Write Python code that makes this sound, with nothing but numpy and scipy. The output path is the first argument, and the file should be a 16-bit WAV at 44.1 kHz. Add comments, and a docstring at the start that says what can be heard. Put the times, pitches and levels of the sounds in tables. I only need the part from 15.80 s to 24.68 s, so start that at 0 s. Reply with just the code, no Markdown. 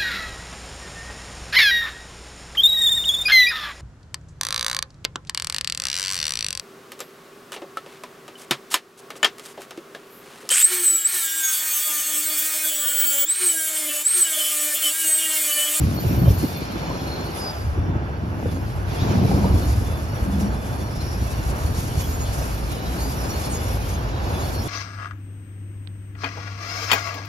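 """Train creeping through a rail yard

A slow train is heard from a bridge above. The car bodies boom and lurch, shaped from deep noise and short low swings.
The bogies (wheel frames) clatter, drone and thud over switch gaps; the treads (running surfaces) roar dully.
The flanges (wheel lips) rub on the curve: noise hisses and grinds, narrow resonances ring, wavering sines squeal.
Two microphone ports hear bass and treble arrive from different sides.
"""
import sys
import numpy as np
from scipy import signal
from scipy.fft import rfft, irfft
from scipy.io import wavfile

SR = 44100
rng = np.random.default_rng(int(sys.argv[2]) if len(sys.argv) > 2 else 0)


def to_wav(sig):
    """Store sig (one row per channel, or 1-D mono) as 16-bit WAV at the path in sys.argv[1].

    Samples outside -1..1 are clipped; the rate is SR.
    """
    pcm = np.clip(np.atleast_2d(sig), -1, 1) * 32767
    pcm = np.round(pcm).astype(np.int16)
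    wavfile.write(sys.argv[1], SR, pcm.T)  # frames by channels


N = 391608

# car bodies and bogies on the track: (time [s], rumble level [dB], clatter level [dB])
CAR_LEVELS = [(0.0, -18, -26.5), (0.2, -30, -27.5), (0.46, -17, -26), (0.6, -26, -30.5),
              (0.76, -35.5, -33.5), (1.3, -34, -31.5), (1.73, -38.5, -38), (1.83, -24.5, -42.5),
              (2.07, -27, -29), (2.35, -30.5, -35), (2.7, -28.5, -29.5), (3.07, -22.5, -36.5),
              (3.31, -25.5, -23.5), (3.7, -23.5, -25), (3.9, -22, -32), (4.3, -28, -34), (4.62, -28, -29),
              (5.2, -27.5, -34), (6.2, -26.5, -34), (7.0, -30, -32.5), (7.5, -30.5, -32.5),
              (8.2, -25.5, -34.5), (8.88, -29.5, -32)]
# deep rumble of the ground under the track: (time [s], level over the car rumble [dB])
GROUND_LEVELS = [(0, -17), (1, 0), (2, -5.5), (3.3, -13), (4, -3.5), (5.4, -2.5), (6.5, 1), (7.5, 0.5),
                 (8.88, -5)]
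# treads rolling on the rail head: (time [s], lower roar level [dB])
ROLL_LEVELS = [(0.0, -37.5), (0.45, -35.5), (1.06, -33), (1.66, -31.5), (1.8, -35), (3.09, -35.5),
               (3.31, -28), (3.64, -27), (3.75, -31), (3.98, -34.5), (5.59, -34), (7.74, -32), (8.88, -32)]
# flanges rubbing on the rail side: (time [s], lower base level [dB], upper base level [dB])
RUB_LEVELS = [(0.0, -38, -47), (0.71, -39, -47.5), (0.89, -38.5, -54), (1.45, -38.5, -52), (1.6, -39, -48),
              (1.8, -43.5, -53), (1.9, -47.5, -58), (2.17, -51, -68.5), (2.5, -49.5, -61),
              (2.7, -45.5, -56), (3.04, -46.5, -57), (3.12, -37, -51.5), (3.31, -34.5, -49),
              (3.56, -37.5, -50.5), (3.81, -39.5, -47), (4.23, -43, -51.5), (5.02, -44, -52.5),
              (5.3, -41, -50), (6.1, -39.5, -46.5), (7.0, -39, -48), (7.5, -37.5, -45), (8.11, -38, -46.5),
              (8.25, -40.5, -54.5), (8.38, -40, -56.5), (8.43, -38, -50), (8.63, -37.5, -47),
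              (8.88, -39.5, -46.5)]
# a flange bites harder for a moment: (time [s], extra rubbing [dB])
BITES = [(1.57, 3.5), (2.72, 5), (3.09, 1), (3.31, 1), (4.08, 1), (4.61, 4.5), (5.22, 4.5), (5.99, 1.5),
         (6.21, 4.5), (6.92, 4), (7.44, 0), (7.67, 1.5)]
# a car body lurches: (time [s], peak level [dB], pitch [Hz])
LURCHES = [ (0.041, -10.5, 80), (0.256, -12.5, 129), (0.27, -12, 94), (0.382, -9, 98), (0.423, -8.5, 139),
           (0.441, -9, 165), (0.464, -11, 119), (0.483, -8, 124), (0.508, -12, 75), (1.99, -13, 87),
           (2.164, -17.5, 100), (2.668, -15, 90), (3.226, -14, 85), (3.302, -20, 95), (3.382, -11, 109),
           (3.428, -12, 110), (3.452, -8, 116), (3.481, -12, 109), (3.547, -15, 90), (3.588, -16, 82),
           (3.617, -12.5, 80), (3.71, -10, 83), (3.741, -8.5, 85), (3.757, -10, 75), (3.867, -16, 73.4),
           (3.983, -13.5, 95), (4.022, -16.5, 66), (4.428, -13, 68.4), (5.176, -18, 77), (5.422, -14, 87.5),
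           (5.728, -15, 75.4), (5.852, -14.5, 73), (5.984, -14.5, 83), (6.182, -17, 79)]
# wheels dropping into gaps: (time [s], blow level [dB], pitch [Hz])
THUDS = [(0.31, -16, 302), (0.419, -19, 322), (0.476, -19, 580), (0.503, -22.5, 424), (0.637, -10.5, 278),
         (0.818, -20.5, 330), (0.958, -21, 306), (1.108, -25, 1010), (1.144, -27, 447), (1.226, -21, 313),
         (1.398, -22, 333), (1.489, -25, 350), (1.976, -22, 358), (2.095, -20.5, 307), (2.153, -19.5, 340),
         (2.434, -23, 307), (2.656, -18, 475), (3.261, -20, 420), (3.414, -21, 412), (3.29, -25, 755),
         (3.513, -14, 348), (3.514, -20.5, 766), (3.643, -19, 930), (3.652, -18, 494)]
# a bogie frame drones: (time [s], length [s], level [dB])
DRONES = [(3.21, 0.56, -25.5), (4.422, 0.34, -26)]
# a flange grinds: (time [s], length [s], pitch [Hz], level [dB])
GRINDS = [(0.243, 0.16, 2500, -48), (0.497, 0.47, 4330, -47.5), (0.698, 0.45, 2370, -48),
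          (3.2, 0.5, 2280, -53), (5.05, 0.36, 5200, -49), (6.517, 0.18, 620, -40)]
# chirps of single wheel modes, each sounding 1.22 lengths: (time [s], length [s], pitch [Hz], level [dB])
CHIRPS = [(0.17, 0.032, 4370, -39), (0.27, 0.092, 5580, -41.5), (0.44, 0.064, 3120, -46),
          (0.67, 0.17, 3520, -47), (0.92, 0.044, 4203, -42), (0.9, 0.67, 4240, -48), (1.25, 0.2, 4212, -40),
          (1.541, 0.067, 10600, -41), (1.579, 0.064, 4940, -35.5), (1.623, 0.088, 4920, -31),
          (1.708, 0.17, 4910, -45.5), (1.56, 0.82, 3460, -59), (1.86, 0.3, 5650, -59),
          (2.677, 0.041, 3475, -47), (3.084, 0.046, 3440, -49), (3.182, 0.04, 3500, -43),
          (3.208, 0.03, 3830, -38), (3.25, 0.06, 3850, -45), (3.36, 0.045, 3850, -45),
          (3.702, 0.24, 4430, -48.5), (3.82, 0.039, 4200, -44), (3.88, 0.03, 4330, -47),
          (4.052, 0.14, 3490, -49), (4.18, 0.32, 4480, -54), (4.576, 0.67, 3470, -55),
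          (4.281, 0.035, 5460, -45), (4.597, 0.03, 5370, -47), (4.62, 0.086, 5663, -47),
          (4.747, 0.034, 5370, -45), (4.803, 0.93, 5680, -50.5), (4.88, 0.25, 4470, -51),
          (5.32, 1.7, 4443, -53), (5.194, 0.03, 4180, -42), (6.18, 0.03, 6880, -36),
          (6.459, 0.062, 4443, -45), (6.57, 0.06, 5800, -43), (6.185, 0.18, 12020, -43),
          (6.322, 0.037, 6970, -35), (6.38, 0.07, 6820, -36), (6.41, 0.083, 9194, -45),
          (6.94, 0.05, 9194, -44), (6.879, 0.35, 3900, -46), (7.2, 0.053, 6600, -39),
          (7.42, 0.06, 4920, -46), (7.168, 0.084, 4435, -41), (7.18, 0.18, 4780, -43),
          (7.363, 0.17, 5330, -44), (7.353, 0.07, 5640, -42), (7.433, 0.09, 6900, -41),
          (7.482, 0.11, 4450, -40), (7.485, 0.052, 5750, -37), (7.284, 0.06, 5600, -47),
          (7.619, 0.07, 5320, -40.5), (7.69, 0.06, 8000, -33), (7.707, 0.07, 6900, -32.5),
          (7.72, 0.06, 6340, -40), (7.636, 0.047, 4400, -39.5), (7.845, 0.095, 5590, -43),
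          (7.99, 0.09, 5310, -56), (8.122, 0.04, 6374, -40), (8.342, 0.06, 3900, -48),
          (8.416, 0.055, 5310, -47), (8.472, 0.04, 4440, -47), (8.492, 0.13, 3920, -46),
          (8.59, 0.045, 6660, -42), (8.843, 0.04, 3420, -43), (8.522, 0.14, 3445, -44.5),
          (8.604, 0.09, 4420, -43), (8.737, 0.08, 4420, -40), (8.55, 0.08, 5310, -49),
          (8.778, 0.06, 5350, -40)]
# narrow ringing bands in the hiss, the top two of unknown source:
# (pitch [Hz], width [Hz], level against the rubbing [dB])
RINGING_BANDS = [(2920, 49, -20.5), (3465, 17, -21), (3900, 25, -25), (4450, 25, -20), (4900, 25, -22.5),
                 (5270, 36, -21), (5500, 30, -21), (5690, 16, -20), (6350, 18, -25), (6950, 65, -17),
                 (9170, 30, -13.5), (9948, 32, -20.5), (10163, 35, -22), (10520, 35, -18.5),
                 (11600, 29, -18.5), (12000, 37, -19), (13170, 58, -15.5), (14450, 80, -18),
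                 (15500, 70, -16)]

# noise colours of car rumble, ground, clatter, roar and hiss: (frequency [Hz], relative level [dB])
RUMBLE_COLOUR = [(30, -26), (50, -17), (65, 0.5), (82, -0.5), (100, 1), (130, -7.5), (180, -23)]
DEEP_COLOUR = [(20, -28), (30, 1), (42, -6), (55, 17.5), (70, 7.5), (85, 6.5), (120, -38)]
CLATTER_COLOUR = [(80, -44), (130, 2.5), (200, -2.5), (300, -5), (450, -15.5), (700, -23.5), (1200, -48)]
ROAR_COLOUR = [(200, -17), (350, -3), (600, -3.5), (800, -4.5), (1100, -6), (1600, -5), (2100, -14),
               (3000, -16.5), (5000, -53), (9000, -62)]
HISS_COLOUR = [(1500, -6.5), (2300, 0.5), (3000, -4.5), (3700, -4), (5500, -2), (6200, -3.5), (8000, -1.5),
               (9500, -6), (11500, -4), (12700, -13), (15800, -7.5)]

# how far the left port runs ahead: (frequency [Hz], phase lead [radians])
PORT_LEAD = [(0, 0), (340, .4), (1210, 2.1), (1700, 3.3), (2100, 3.6), (2500, 6.4), (3100, 7.7),
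             (3700, 6.2), (5900, 6.2), (7700, 3.5), (8700, 3.0), (11200, .1), (12600, -.4), (13900, -2.9),
             (15800, -3.3)]
# what both ports hear alike: (frequency [Hz], share [0 to 1])
PORT_ALIKE = [(40, 1), (200, 0.89), (500, 0.29), (1100, 0.77), (1900, 0.34), (2300, 0.16), (3800, 0.25),
              (6000, 0.47), (7300, 0.87), (8300, 1), (9600, 0.91), (11500, .99), (13300, 0.98),
              (14500, 0.98)]
# how much louder the left port is: (frequency [Hz], left over right [dB])
PORT_TILT = [(60, -0.5), (110, 0.5), (200, -0.5), (380, 0), (700, 2.5), (1290, -3.5), (2380, -1.7),
             (4400, 3), (8120, -0.3), (15000, 0.0)]

CUTOFF_HZ = 15900
QUARTER = np.array([[0], [1 / 4]])   # sets a tone's two copies a quarter turn apart
LUMPY_DB, LUMPS_PER_S = 0.5, 1.8     # the rumble swells and sinks by chance
LURCH_RISE_S, LURCH_FALL_S = 0.0061, 0.01
LURCH_CLATTER_DB = -15               # bogies clatter along, against the lurch's peak
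JOLT_DB, JOLT_RISE_S, JOLT_FALL_S = -10, 0.011, 0.015   # clatter shaken up, against the thud's level
UPPER_ROAR_DB = -39
DRONE_HZ, DRONE_WIDTH_HZ = 196.3, 38            # width of each of two passes
GRIT_PER_S, GRIT_DB = 130, -10.5                # level against the clatter table
KNOCK_DB, KNOCK_HZ, KNOCK_S = -16, 750, 0.0015  # steel meets steel at the start of a thud
RATTLE_DB, RATTLE_S = -24.5, 0.012              # loose parts rattle after a thud
BITE_S = 0.016
TWITTER_DB, TWITTER_SPREAD_DB = -15, 7          # rings against the rubbing, and how much they differ
GRIND_WIDTH_HZ = 400                            # width of each of two passes
SQUEAL_HZ, SQUEAL_FROM_S, SQUEAL_TO_S, SQUEAL_EDGE_S = 13148, 0.11, 0.84, 0.058
SQUEAL_DB, SQUEAL_FADE_DB_PER_S = -32.5, 13.5   # level at time zero, and its steady fall
CHIRP_WAVER_HZ, CHIRP_STUTTER_DB, STUTTERS_PER_S = 11, 3.0, 30.0   # the slip grips and lets go


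def from_db(db):
    """Turn decibels into gain."""
    return 10 ** (np.asarray(db) / 20)


def rms_one(x):
    """Scale a signal to an rms of one."""
    return x / np.sqrt(np.mean(x ** 2) + 1e-20)


def in_time(rows):
    """Draw each column of a time table as a curve over all samples."""
    s, *columns = np.transpose(rows)
    return [np.interp(np.arange(N) / SR, s, c) for c in columns]


def at_hz(points, hz):
    """Read a frequency table on a logarithmic axis."""
    table_hz, values = np.transpose(points)
    return np.interp(np.log(hz), np.log(table_hz), values)


def drift(rate):
    """Wander slowly by chance, with spread one: coarse noise smoothed twice at a rate in Hz."""
    r = np.exp(-80 * np.pi * rate / SR)   # one coarse step is 40 samples
    noise = rng.standard_normal(N // 40 + 2002)
    slow = signal.lfilter([1], [1, -2 * r, r * r], noise)[2000:]
    return np.interp(np.arange(N) / 40, np.arange(len(slow)), rms_one(slow))


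def coloured(spectrum):
    """Make two unrelated noises of one colour, with an rms of one."""
    hz = np.arange(1, N // 2 + 2) * SR / N
    inside = (hz > spectrum[0][0] / 2) & (hz < spectrum[-1][0] * 2)
    white = rfft(rng.standard_normal((2, N)))
    return rms_one(irfft(white * from_db(at_hz(spectrum, hz)) * inside, N))


def resonance(x, hz, width_hz):
    """Ring at one pitch: a two-pole filter with gain one on top."""
    r = np.exp(-np.pi * width_hz / SR)
    feedback = [1, -2 * r * np.cos(2 * np.pi * hz / SR), r * r]
    return signal.lfilter(np.array([1, 0, -1]) * (1 - r * r) / 2, feedback, x)


def twice_resonant(x, hz, width_hz):
    """Pass a sound through the same resonance twice and scale it to an rms of one."""
    return rms_one(resonance(resonance(x, hz, width_hz), hz, width_hz))


def while_on(start, end, fade_s):
    """Give 1 between two times, fading in and out."""
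    t = np.arange(N) / SR
    return np.clip(np.minimum(t - start, end - t) / fade_s, 0, 1)


def bell(t, rise_s, fall_s):
    """Swell to 1 at time zero and die away."""
    return np.exp(-(t / np.where(t < 0, rise_s, fall_s)) ** 2)


def surges(times, peaks_db, rise_s, fall_s):
    """Add up the power of brief swells."""
    t, power = np.arange(N) / SR, np.zeros(N)
    for s, peak_db in zip(times, peaks_db):
        near = slice(max(round((s - 4 * rise_s) * SR), 0), round((s + 4 * fall_s) * SR))
        power[near] += from_db(2 * peak_db) * bell(t[near] - s, rise_s, fall_s)
    return power


def rubbing():
    """Give the lower and upper rubbing levels in dB, with the flanges' brief bites on top."""
    t = np.arange(N) / SR
    bite_db = sum(db * np.exp(-((t - s) / BITE_S) ** 2) for s, db in BITES)
    return [level_db + bite_db for level_db in in_time(RUB_LEVELS)]


def follow_rubbing(hz, lower_db, upper_db):
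    """Low pitches follow the lower rubbing; from 5 to 10 kHz the upper takes over."""
    up = np.clip(np.log2(hz / 5000), 0, 1)
    return (1 - up) * lower_db + up * upper_db


def rumble():
    """Car bodies and ground boom together: two deep noises swelling in step."""
    rumble_db, _ = in_time(CAR_LEVELS)
    ground_db, = in_time(GROUND_LEVELS)
    body = from_db(rumble_db + LUMPY_DB * drift(LUMPS_PER_S))
    return body * (coloured(RUMBLE_COLOUR) + from_db(ground_db) * coloured(DEEP_COLOUR))


def roar():
    """Treads roll on the rail: the dull part follows the roll levels, the upper part stays nearly even."""
    roar_db, = in_time(ROLL_LEVELS)
    tread = coloured(ROAR_COLOUR)
    dull = signal.sosfiltfilt(signal.butter(3, 1200, fs=SR, output="sos"), tread)
    lower = from_db(roar_db + 0.94 * drift(39.0)) * dull
    upper = from_db(UPPER_ROAR_DB) * (tread - dull)
    return from_db(1.06 * drift(3.0)) * (lower + upper)


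def drone():
    """A bogie frame hums now and then: noise through a narrow resonance."""
    frame = twice_resonant(rng.standard_normal((2, N)), DRONE_HZ, DRONE_WIDTH_HZ)
    return sum(while_on(s, s + length, 0.13) * from_db(db) for s, length, db in DRONES) * frame


def clatter():
    """Bogies clatter in lumps: noise that lurches and thuds stir up."""
    _, clatter_db = in_time(CAR_LEVELS)
    lurch_s, lurch_db, _ = np.transpose(LURCHES)
    thud_s, thud_db, _ = np.transpose(THUDS)
    lurch = surges(lurch_s, lurch_db + LURCH_CLATTER_DB, LURCH_RISE_S, LURCH_FALL_S)
    jolt = surges(thud_s, thud_db + JOLT_DB, JOLT_RISE_S, JOLT_FALL_S)
    bogie = np.sqrt(from_db(2 * clatter_db) + lurch + jolt)   # powers add
    return bogie * from_db(1.23 * drift(21.6)) * coloured(CLATTER_COLOUR)


def grit():
    """Small chance knocks of the bogies: uneven clicks through a dull band, following the clatter."""
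    _, clatter_db = in_time(CAR_LEVELS)
    clicks = (rng.random(N) < GRIT_PER_S / SR) * rng.standard_normal((2, N))
    band = signal.butter(2, [220, 800], "band", fs=SR, output="sos")
    return from_db(clatter_db + GRIT_DB) * rms_one(signal.sosfilt(band, clicks + 1e-18))


def lurches():
    """Each lurch swings the car body briefly at its own low pitch."""
    before = SR // 25
    out, t = np.zeros((2, N + SR)), np.arange(-before, SR // 15) / SR
    shape = bell(t, LURCH_RISE_S, LURCH_FALL_S)
    for (s, peak_db, hz), turn in zip(LURCHES, rng.random(len(LURCHES))):
        at = round(s * SR) + SR // 2 - before   # half a second of spare room in front
        swing = np.cos(2 * np.pi * (hz * t + turn + QUARTER))
        out[:, at:at + len(t)] += from_db(peak_db) * shape * swing
    return out[:, SR // 2:SR // 2 + N]


def thuds():
    """Each gap gives a knock, a swing at its own pitch that builds in a few ms and dies, and a little rattle."""
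    out, t = np.zeros((2, N)), np.arange(SR // 8) / SR
    shape = 0.89 * t / 0.0031 * np.exp(1 - t / 0.003)
    knock = from_db(KNOCK_DB) * np.exp(-t / KNOCK_S) * np.sin(2 * np.pi * (KNOCK_HZ * t - QUARTER))
    shake = from_db(RATTLE_DB) * np.exp(-t / RATTLE_S)
    rattle_band = signal.butter(2, [200, 1100], "band", fs=SR, output="sos")
    for s, blow_db, hz in THUDS:
        swing = np.cos(2 * np.pi * (hz * (t - 0.0035) + QUARTER))
        rattle = rms_one(signal.sosfilt(rattle_band, rng.standard_normal((2, len(t)))))
        at = round(s * SR)
        out[:, at:at + len(t)] += from_db(blow_db) * (shape * swing + knock + shake * rattle)
    return out


def twitter():
    """Countless faint, brief rings of minor wheel modes at chance pitches, as loud as the rubbing drives them."""
    lower_db, upper_db = rubbing()
    out = np.zeros((2, N))
    for when, how_long, pitch, size, turn in rng.random((1300, 5)):
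        hz = 2400 * 5 ** pitch   # 2.4 to 12 kHz
        count = round((0.03 + 0.07 * how_long) * SR)
        at = int(when * (N - count))
        level_db = follow_rubbing(hz, lower_db[at], upper_db[at] + 3.0)
        level_db += TWITTER_DB + TWITTER_SPREAD_DB * size ** 2
        ring = np.hanning(count) * np.sin(2 * np.pi * (hz * np.arange(count) / SR + turn + QUARTER))
        out[:, at:at + count] += from_db(level_db) * ring
    return out


def grinds():
    """A flange grinds: noise in a broad resonance, fluttering as it swells and fades."""
    scrape, flutter = rng.standard_normal((2, N)), from_db(2.4 * drift(18.0))
    out = np.zeros((2, N))
    for s, length, hz, db in GRINDS:
        band = twice_resonant(scrape, hz, GRIND_WIDTH_HZ)
        out += while_on(s, s + length, 0.064) * from_db(db) * band
    return flutter * out


def flanges():
    """Rubbing hisses, and narrow bands ring along with it, each with its own chance flicker."""
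    lower_db, upper_db = rubbing()
    stick = 0.59 * drift(14.0) + 0.5 * drift(15.0)   # the grip changes for all pitches together
    hiss, scrape = coloured(HISS_COLOUR), rng.standard_normal((2, N))
    low = signal.sosfilt(signal.butter(3, 7000, fs=SR, output="sos"), hiss)
    high_db = upper_db + 7 + 1.87 * stick + 0.56 * drift(30.0) + 1.46 * drift(6.0)
    out = from_db(lower_db + 1 + stick) * low + from_db(high_db) * (hiss - low)
    for hz, width_hz, level_db in RINGING_BANDS:
        effort_db = follow_rubbing(hz, lower_db, upper_db + 6.0) + stick
        ring = rms_one(resonance(scrape, hz, width_hz))
        out = out + from_db(effort_db + level_db + 3.64 * drift(12.7)) * ring
    return out


def high_squeal():
    """A slipping wheel locks onto one high mode: a wavering sine that fades."""
    turns = np.cumsum(SQUEAL_HZ + 8.3 * drift(14.0)) / SR + QUARTER
    level_db = SQUEAL_DB - SQUEAL_FADE_DB_PER_S * np.arange(N) / SR + 4.1 * drift(27.0)
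    on = while_on(SQUEAL_FROM_S, SQUEAL_TO_S, SQUEAL_EDGE_S)
    return on * from_db(level_db) * np.sin(2 * np.pi * turns)


def chirps():
    """Slipping wheels lock onto single modes for a moment or up to about two seconds: sines waver and stutter."""
    out = np.zeros((2, N))
    waver, flutter = CHIRP_WAVER_HZ * drift(40.0), CHIRP_STUTTER_DB * drift(STUTTERS_PER_S)
    for (s, length, hz, peak_db), (turn, shift) in zip(CHIRPS, rng.random((len(CHIRPS), 2))):
        span = slice(round(s * SR), min(round((s + 1.22 * length) * SR), N))
        # quick rise, slower fade
        swell = np.sin(np.pi * np.linspace(0, 1, span.stop - span.start) ** 0.76)
        # each chirp reads the wavering from its own place
        own = (np.arange(span.start, span.stop) + int(shift * N)) % N
        turns = np.cumsum(hz + waver[own]) / SR + QUARTER + turn
        out[:, span] += from_db(peak_db + flutter[own]) * swell * np.sin(2 * np.pi * turns)
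    return out


def ports(pair):
    """The right port hears part of the left's sound, shifted in phase, and for the rest unrelated sound."""
    hz = np.arange(1, N // 2 + 2) * SR / N
    first, second = rfft(pair)
    alike = np.clip(at_hz(PORT_ALIKE, hz), 0, 1)
    tilt = from_db(at_hz(PORT_TILT, hz) / 2)   # half for each port
    lead = np.interp(hz, *np.transpose(PORT_LEAD))
    right = (alike * first + np.sqrt(1 - alike ** 2) * second) * np.exp(-1j * lead)
    return irfft([first * tilt, right / tilt], N)


def scene():
    """All sources together reach the two ports."""
    cars = rumble() + roar() + drone() + clatter() + grit() + lurches() + thuds()
    curve = twitter() + grinds() + flanges() + high_squeal() + chirps()
    return ports(cars + curve)


def record(dry):
    """Cut the top of the treble steeply."""
    return signal.sosfilt(signal.cheby2(30, 70, CUTOFF_HZ, fs=SR, output="sos"), dry)


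dry = scene()
out = record(dry)
to_wav(out)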